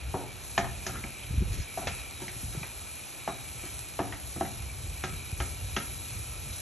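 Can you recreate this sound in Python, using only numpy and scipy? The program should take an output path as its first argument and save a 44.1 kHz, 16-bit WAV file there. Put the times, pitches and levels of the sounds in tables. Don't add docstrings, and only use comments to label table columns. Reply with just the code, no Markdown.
import sys
import numpy as np
from scipy import signal
from scipy.fft import rfft, irfft, next_fast_len
from scipy.io import wavfile

SR = 44100
rng = np.random.default_rng(int(sys.argv[2]) if len(sys.argv) > 2 else 0)


def dump(signal):
    limited = np.clip(np.atleast_2d(signal).T, -1, 1)
    pcm = np.round(limited * 32767).astype(np.int16)
    wavfile.write(sys.argv[1], SR, pcm)


N = 291501
T = np.arange(N) / SR

# start in seconds, rise of the hiss in dB,
# drying time in seconds (the rise in dB shrinks to about a third in that time).
FOOD_TURNS = [(.03, 3, 0.12), (.37, 6.5, 0.43), (.8, 4, 0.11), (1.44, 4, 0.052), (1.7, 6.5, 0.065),
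              (1.86, 4.5, 0.059), (2.14, 4.5, 0.22), (2.3, 4.5, 0.35), (2.8, 1, 0.067), (3.27, 0.5, 0.35),
              (3.53, 2, 0.6), (4.22, 3.5, .15), (5.36, 2.5, 0.068), (5.75, 2, .5), (6.42, 3, .3)]
# frequency in Hz, level in dB per Hz.
OIL_COLOUR = [(200, -16), (600, -8.5), (1500, -8), (2400, -9), (3500, -7.3), (4150, -4.5), (4800, -9.5),
              (5700, -6), (7000, -5), (7900, -2.5), (9300, -2), (10600, .3), (11400, -1), (12500, -15)]
# frequency in Hz, width in Hz, level in dB.
OIL_RINGS = [(1315, 60, 0), (2315, 55, 8.5), (2450, 160, 7.5), (2790, 80, -1), (3100, 100, -3),
             (3870, 50, 3), (6095, 65, -2), (7774, 110, 2), (11130, 400, -5)]
# time in seconds, level in dB.
RING_LEVEL = [(0, 4), (.5, 2), (1.12, 4), (1.4, 4.5), (1.58, 5), (2.03, 5.5), (2.17, 4), (2.3, 2),
              (2.55, 3), (3.05, 3), (3.25, 6), (3.6, 4), (4.3, -1), (4.45, 4), (4.68, 0.5), (5.2, 5),
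              (5.7, 3), (6.61, 4.5)]
# frequency in Hz, level in dB per Hz.
KITCHEN_COLOUR = [(30, -25.5), (70, -2), (120, 0.5), (190, -9), (280, -7), (365, -8), (480, -12),
                  (750, -10), (1500, -24.5), (5000, -80)]
# time in seconds, level in dB.
DRAUGHT_LEVEL = [(0.0, -39.5), (0.35, -53), (0.61, -44), (0.72, -47), (1.22, -42.5), (1.32, -35.5),
                 (1.42, -29.5), (1.5, -33), (1.6, -30), (1.65, -44), (1.72, -45), (2.25, -49.5),
                 (2.48, -42), (3.2, -59.5), (3.68, -47.5), (4.1, -48), (4.6, -40), (5.35, -37.5),
                 (6.1, -44), (6.3, -39.5), (6.61, -42)]
# frequency in Hz, level in dB per Hz.
DRAUGHT_COLOUR = [(20, -32), (33, -11.5), (50, 0), (75, -2.5), (115, -7.5), (170, -20.5), (260, -31),
                  (500, -32.5), (1200, -89)]
# start in seconds, length in seconds, level in dB,
# first frequency in Hz, last frequency in Hz.
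STEAM_WHISTLES = [(.05, .25, -56, 7900, 7900), (1.03, .27, -54, 7900, 7950), (2.12, .5, -50, 7950, 8700),
                  (2.72, .43, -52, 7900, 8400), (3.68, .3, -54, 8400, 8200), (4.12, .45, -51, 8200, 8400),
                  (4.68, .25, -56, 7950, 7900)]
# start in seconds, level in dB, contact sharpness in Hz,
# place (0 base to 1 wall), weight of the arm in dB, note of the blade in Hz, that note's level against
# the pan in dB, how freely the pan rings in dB, tick of the blade's hard edge in dB.
SPATULA_BLOWS = [(0.141, -28.5, 900, 0.88, 13, 686, -9, -14, -40),
                 (0.5779, -22, 2000, 1, -10, 1760, -6.5, 5, -14.5),
                 (.865, -33, 5000, 0.64, -1.5, 1760, -7.5, -2.5, -4),
                 (.894, -41, 3000, 0.57, 4, 1400, -6, -2, -25),
                 (0.956, -44, 2200, 0.33, -4, 1380, 2, 7, -25),
                 (1.0393, -37, 2800, 0.31, 8, 2280, -1.5, -7, -18),
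                 (1.775, -32, 1000, 1, 1.5, 694, -1.5, -5.5, -35),
                 (1.871, -30.5, 3170, 0.72, -6, 580, -6, -7.5, -13),
                 (2.219, -40.5, 1500, .11, 24, 360, -2.5, 4, -27),
                 (2.2804, -41, 2780, 0.53, -10, 2210, -4, -8, -20),
                 (2.55, -44, 1590, 0.37, -1, 390, 3.5, 1, -25),
                 (2.631, -39, 2500, 0.67, -5, 2400, 1, -5, -20),
                 (3.277, -29.5, 1610, 0.97, -3.5, 817, 0.5, 1.5, -20),
                 (3.3, -41, 1200, 0.43, 21, 794, 0, 1, -28), (3.636, -43.5, 900, .2, 20, 344, -3, 5, -18),
                 (3.991, -27, 900, 0.83, -4.5, 710, -8.5, -2, -29),
                 (4.1243, -39.5, 2000, 0.88, -11, 1910, -4, -2.5, -26),
                 (4.36, -39, 704, 0.45, 12, 360, -14, -1, -30),
                 (4.409, -26.5, 880, 0.86, -6.5, 364, -12, 0, -35),
                 (4.449, -46.5, 900, 0.67, 10, 706, -1, -2, -30),
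                 (5.038, -31.5, 3640, 0.47, 0, 1380, -9, -2.5, -14),
                 (5.402, -33, 3000, 0.4, -3.5, 1380, -11, 1.5, -26),
                 (5.7644, -28, 3800, 0.35, -3.5, 3250, -7.5, 1, -24)]
# frequency in Hz, 60 dB fading time in seconds,
# level in dB when struck on the base, level in dB when struck on the wall.
PAN_MODES = [(141, 0.35, -3.5, 1), (199.4, 0.34, -14, -2), (285.5, 0.25, -8.5, -4.5),
             (363, 0.095, 1.5, 6.5), (563, 0.32, -5, -11.5), (688, 0.21, -11, 5.5), (735, 0.098, -7, 6.5),
             (776, 0.07, -3.5, 12.5), (816, 0.11, -8, -9.5), (936, 0.23, -11, -5), (1075, 0.016, -16, -5.5),
             (1271, 0.25, -6, -5), (1302, 0.26, 3, 0), (1394, .23, -1, -14), (1617, 0.22, 2.5, -4.5),
             (1792, 0.093, -4, -2), (1835, 0.051, -6, -5), (2174, 0.097, -9, -17), (2360, .18, -24, -22),
             (2500, 0.014, -9, 6.5), (3000, 0.015, 12, -2), (3070, 0.0093, -11, 13)]
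# frequency in Hz, level in dB on the base, level in dB on the wall.
BLADE_COLOUR = [(70, -16, -8.5), (144, 1.5, -2.5), (260, 1.5, -7.5), (360, -7, -6.5), (600, -13.5, -9.5),
                (740, -9, 0), (1120, -32, -4), (1400, -17, -4.5), (1920, -4.5, -9), (3000, -8.5, -12.5),
                (4900, -10.5, -13.5), (6400, 5.5, -12.5), (11800, -52, -92)]
# rows of frequency in Hz and level in dB per Hz,
# then its 60 dB fading time in seconds.
TICK_COLOUR, TICK_T60_S = [(2500, 5), (5500, 23), (7000, 26), (11000, -33)], 0.11
# frequency in Hz, 60 dB fading time in seconds, level in dB.
GRATE_THUD = [(119, 0.23, -1.5), (199, 0.042, 4.5), (301, 0.042, -9), (368, 0.056, 5)]
# start in seconds, length in seconds, level in dB,
# sharpness in Hz, place (0 base to 1 wall), weight in dB, blade resonance in Hz, its lift in dB.
SCRAPE_STROKES = [(.16, 0.14, -46.5, 700, 0.85, -9, 606, 8), (.4, 0.067, -57, 9000, .1, -25, 6160, 12),
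                  (.592, 0.073, -43, 1600, 0.8, -1, 850, -4), (.9, 0.12, -46, 2280, 0.18, 2, 1370, 6),
                  (1.18, 0.085, -53.5, 3340, .17, -24, 3200, 17),
                  (1.49, 0.16, -48, 6900, 0.28, -12, 6000, -28), (1.784, 0.1, -45, 800, 0.67, -9, 650, 8),
                  (2.195, 0.051, -47.5, 3470, 0.15, -2, 900, 16),
                  (2.521, 0.05, -48, 2500, .17, 12, 400, -10), (3.615, 0.075, -53, 2600, 0.2, -7, 350, 1),
                  (4.018, 0.14, -50, 1100, 0.56, -10, 710, 6), (4.353, 0.057, -48, 603, .3, -14, 420, 5),
                  (4.425, .04, -46, 1400, 0.6, -6, 750, 10), (6.49, 0.06, -51, 7000, 0.15, -19, 3900, 21)]
# frequency in Hz, level in dB.
BOOM_COLOUR = [(60, -19.5), (120, 3.5), (200, -5.5), (260, -4.5), (365, -12), (520, -26), (1500, -61)]
# start in seconds, level in dB before the soft start and fade, frequency in Hz.
LOW_BUMPS = [(1.307, -22, 139), (1.338, -28.5, 282), (1.376, -5, 54), (1.377, -23, 193),
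             (1.408, -6.5, 61.6), (1.418, -13, 178), (1.422, -22.5, 365), (1.542, -20, 61.6),
             (1.6, -10.5, 59), (2.364, -22.5, 111), (2.43, -27.5, 242), (2.438, -18.5, 75),
             (2.481, -23, 70), (2.573, -16.5, 127), (2.614, -24, 152), (5.327, -13, 82)]
# frequency in Hz, phase in radians.
PORT_PHASE = [(0, 0), (1900, 0), (3000, .55), (4000, .6), (4400, 1.2), (4800, 3.14), (5400, 6.1),
              (6500, 6.35), (7600, 8.3), (8500, 9.4), (9700, 9.55), (10300, 10.4), (11000, 11.3),
              (11500, 12.15), (11900, 12.5)]

SIZZLE_DB, HEATING_DB_PER_S = -47.5, 0.947
FLARE_S = 0.097
RING_WAVER_DB, FLICKER_DB = 2.4, 0.7
SCATTER_DB, DETUNE = 1.5, 0.006
PAIR_SPLIT = 0.018
TOK_T60_S = 0.027
THUD_DB, THUD_LAG_S = -11, 0.00683
REBOUND_S, REBOUND_DB = 0.0103, -8
BLADE_Q = 14
ROOM_T60_S = 0.46
LOW_CUT_HZ, TOP_HZ = 43.5, 11700


def undb(db):
    return 10 ** (np.asarray(db) / 20)


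def unit(x):
    return x / np.sqrt(np.mean(x ** 2))


def opening(x):
    return x / np.std(x[:SR // 50])


def curve(rows):
    return np.interp(T, *np.transpose(rows))


def fade(t, t60):
    return np.exp(-np.log(1000) * t / t60)


def waver(per_s):
    count = int(N / SR * per_s) + 2
    return unit(np.interp(T * per_s, np.arange(count), rng.standard_normal(count)))


def colour(x, points):
    size = 2 * next_fast_len(x.shape[-1], True)
    hz, db = np.transpose(points)
    log_hz = np.log(np.fft.rfftfreq(size, 1 / SR) + 1)
    gain = undb(np.interp(log_hz, np.log(hz), db))
    cepstrum = irfft(np.log(gain))
    cepstrum[1:size // 2] *= 2
    cepstrum[size // 2 + 1:] = 0
    response = np.exp(rfft(cepstrum))
    return irfft(rfft(x, size) * response)[..., :x.shape[-1]]


def respond(x, response):
    size = 2 * next_fast_len(N, True)
    return irfft(rfft(x, size) * response(np.fft.rfftfreq(size, 1 / SR)))[..., :N]


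def soften(x, hz):
    return signal.sosfilt(signal.butter(2, min(hz, SR / 3), fs=SR, output="sos"), x)


def add(track, s, x):
    start = max(int(s * SR), 0)
    track[start:start + len(x)] += x[:N - start]


def clicks(count, per_s, spread_db):
    hit = rng.random(count) < per_s / SR
    extra_db = spread_db * np.minimum(rng.exponential(size=count), 5)
    return hit * rng.standard_normal(count) * undb(extra_db)


def sizzle_level():
    db = SIZZLE_DB + HEATING_DB_PER_S * T
    for s, rise_db, drying_s in FOOD_TURNS:
        age = T - s
        flare = np.clip(age / FLARE_S, 0, 1)
        drying = np.exp(-np.maximum(age - FLARE_S, 0) / drying_s)
        db = db + rise_db * flare * drying
    return db


def bubbles(fizz_db=-1, spit_db=-12):
    pops = unit(clicks(N, per_s=5000, spread_db=1.0))
    fizz = undb(fizz_db) * rng.standard_normal(N)
    spits = unit(clicks(N, per_s=120, spread_db=2.5))
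    sound = unit(pops + fizz) + undb(spit_db) * spits
    swell_db = curve(RING_LEVEL)
    for hz, width, db in OIL_RINGS:
        ring = signal.lfilter(*signal.iirpeak(hz, hz / width, fs=SR), rng.standard_normal(N))
        sound = sound + ring * undb(db + swell_db + RING_WAVER_DB * waver(per_s=10))
    return colour(sound, OIL_COLOUR)


def frying(diffuse_db=-18.0, ring_follow=0.036):
    diffuse = colour(np.array([bubbles(), bubbles()]),
                     [(1500, -49.5), (2400, 9.5), (4500, 2.5), (6000, -70), (8500, -65), (11300, -19)])
    sound = unit(bubbles() + undb(diffuse_db) * diffuse)
    low = respond(sound, lambda hz: 1 / (1 + (hz / 4500) ** 6))
    high = sound - low
    db = sizzle_level()
    low_db = db.mean() + ring_follow * (db - db.mean())
    return undb(db + FLICKER_DB * waver(per_s=14)) * high + undb(low_db) * low


def kitchen_murmur(level_db=-53.0):
    mid, side = colour(rng.standard_normal((2, N)), KITCHEN_COLOUR)
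    side = colour(side, [(60, -8), (130, 4.5), (220, 0.5), (400, -7.0), (1000, -5.5)])
    return undb(level_db) * np.array([mid + side, mid - side]) / np.std(mid)


def draught(eddy_db=3.5, eddies_per_s=12, side_db=-13):
    mid, side = unit(colour(rng.standard_normal((2, N)), DRAUGHT_COLOUR))
    noise = mid + undb(side_db) * side * np.array([[1], [-1]])
    return noise * undb(curve(DRAUGHT_LEVEL) + eddy_db * waver(eddies_per_s))


def whistles(width_hz=160):
    out = np.zeros(N)
    for s, length, db, first_hz, last_hz in STEAM_WHISTLES:
        count = int(length * SR)
        glide_hz = np.linspace(first_hz, last_hz, count)
        turn = np.exp(2j * np.pi * np.cumsum(glide_hz) / SR)
        flutter = soften(rng.standard_normal(count) + 1j * rng.standard_normal(count), width_hz)
        hiss = unit(np.real(turn * flutter))
        add(out, s, undb(db) * hiss * signal.windows.tukey(count, .8))
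    return out


def pan_ring(t, wall, travel_s=0.001095):
    ring = 0
    for hz, t60, base_db, wall_db in PAN_MODES:
        db = base_db + wall * (wall_db - base_db) + SCATTER_DB * rng.standard_normal()
        pitch = hz * (1 + DETUNE * rng.standard_normal())
        age = np.maximum(t - travel_s * 1000 / hz, 0)
        beat = np.cos(np.pi * PAIR_SPLIT * rng.random() * pitch * age)
        ring = ring + undb(db) * np.sin(2 * np.pi * pitch * age) * beat * fade(age, t60)
    return ring * (0.2 + fade(t, t60=0.52))


def blade_clack(t, wall, clack_t60, snap_db=-8.5, snap_t60=0.018):
    snap = unit(rng.standard_normal(len(t)) * fade(t, snap_t60))
    chatter = unit(rng.standard_normal(len(t)) * fade(t, clack_t60))
    place_colour = [(hz, base_db + wall * (wall_db - base_db)) for hz, base_db, wall_db in BLADE_COLOUR]
    return colour(undb(snap_db) * snap + chatter, place_colour)


def pan_response(wall, weight_db, ring_db, clack_t60=0.14):
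    t = T[:SR // 2]
    wall = np.clip(wall, 0, 1)
    contact = unit(blade_clack(t, wall, clack_t60)) + undb(ring_db) * unit(pan_ring(t, wall))
    return colour(contact, [(450, weight_db), (1600, weight_db / 2), (2250, 0.082)])


def rattle(wall, after_db=-13, t60=0.43):
    t = T[:SR // 4]
    bounce = undb(REBOUND_DB) * wall ** 2 * (np.arange(len(t)) == int(REBOUND_S * SR))
    rebounds = clicks(len(t), per_s=590, spread_db=0.0) * fade(t, t60) * np.minimum(t / 0.0011, 1)
    return (t == 0) + soften(bounce, hz=1100) + undb(after_db) * rebounds / np.linalg.norm(rebounds)


def thud():
    age = np.maximum(T[:SR // 2] - THUD_LAG_S, 0)
    out = 0
    for hz, t60, db in GRATE_THUD:
        gain = undb(db + SCATTER_DB * rng.standard_normal())
        out = out + gain * np.sin(2 * np.pi * hz * age) * fade(age, t60)
    return out


def blows():
    out, t = np.zeros(N), T[:SR // 2]
    for s, db, sharp_hz, wall, weight_db, blade_hz, tok_db, ring_db, tick_db in SPATULA_BLOWS:
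        contacts = signal.fftconvolve(pan_response(wall, weight_db, ring_db), rattle(wall))
        body = soften(contacts, sharp_hz)[:len(t)]
        tok = np.sin(2 * np.pi * blade_hz * t) * fade(t, TOK_T60_S)
        tick = colour(rng.standard_normal(len(t)) * fade(t, TICK_T60_S), TICK_COLOUR)
        rocking = undb(THUD_DB) * wall ** 2 * opening(thud())
        blow = opening(body) + rocking
        blow = blow + undb(tok_db) * opening(tok) + undb(tick_db) * opening(tick)
        add(out, s, undb(db) * opening(blow))
    return out


def blade_resonance(x, hz, lift_db):
    band = signal.lfilter(*signal.iirpeak(hz, BLADE_Q, fs=SR), x)
    return x + (undb(lift_db) - 1) * band


def scrapes():
    out = np.zeros(N)
    for s, length, db, sharp_hz, wall, weight_db, blade_hz, lift_db in SCRAPE_STROKES:
        count = int(length * SR)
        slips = clicks(count, per_s=320, spread_db=2.5) * signal.windows.tukey(count, .5)
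        step = pan_response(wall, weight_db, ring_db=-5.5, clack_t60=0.1)
        stroke = soften(signal.fftconvolve(slips, step), sharp_hz)
        stroke = blade_resonance(stroke, blade_hz, lift_db)
        add(out, s, undb(db) * stroke / np.std(stroke[:count]))
    return out


def room(x, wet_db=-10.5, side_db=-6, build_s=0.001, damp_hz=6000,
         boom_db=-5, boom_t60=1.0, boom_build_s=0.0083, boom_side_db=-1):
    t = T[:SR // 2]
    bright = soften(rng.standard_normal((2, len(t))), damp_hz)
    bright = bright * fade(t, ROOM_T60_S) * (1 - np.exp(-t / build_s))
    bright = bright / np.sqrt(np.sum(bright[0] ** 2) * SR / (2 * damp_hz))
    boom = rng.standard_normal((2, len(t))) * fade(t, boom_t60) * (1 - np.exp(-t / boom_build_s))
    boom = colour(boom / np.linalg.norm(boom[0]), BOOM_COLOUR)
    mid = undb(wet_db) * bright[0] + undb(boom_db) * boom[0]
    side = undb(wet_db + side_db) * bright[1] + undb(boom_db + boom_side_db) * boom[1]
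    tail = mid + side * np.array([[1], [-1]])
    return x + signal.fftconvolve(x[None], tail, axes=1)[:, :N]


def bumps(bump_t60=0.038, push_s=0.0035):
    out, t = np.zeros(N), T[:SR // 4]
    for s, db, hz in LOW_BUMPS:
        tone = np.sin(2 * np.pi * hz * t)
        add(out, s, undb(db) * tone * fade(t, bump_t60) * (1 - np.exp(-t / push_s)))
    return out


def scene():
    background = frying() + kitchen_murmur() + draught()
    return background + whistles() + room(blows() + scrapes()) + bumps()


def record(dry):
    left = colour(dry[0], [(350, 0), (700, 1.3), (1400, 0)])
    right = colour(dry[1], [(350, 0), (700, -1), (1400, 0)])
    right = respond(right, lambda hz: np.exp(-1j * np.interp(hz, *np.transpose(PORT_PHASE))))
    low_cut = signal.butter(3, LOW_CUT_HZ, "highpass", fs=SR, output="sos")
    both = signal.sosfilt(low_cut, np.array([left, right]))
    return signal.sosfilt(signal.ellip(12, .2, 80, TOP_HZ, fs=SR, output="sos"), both)


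dry = scene()
out = record(dry)
dump(out)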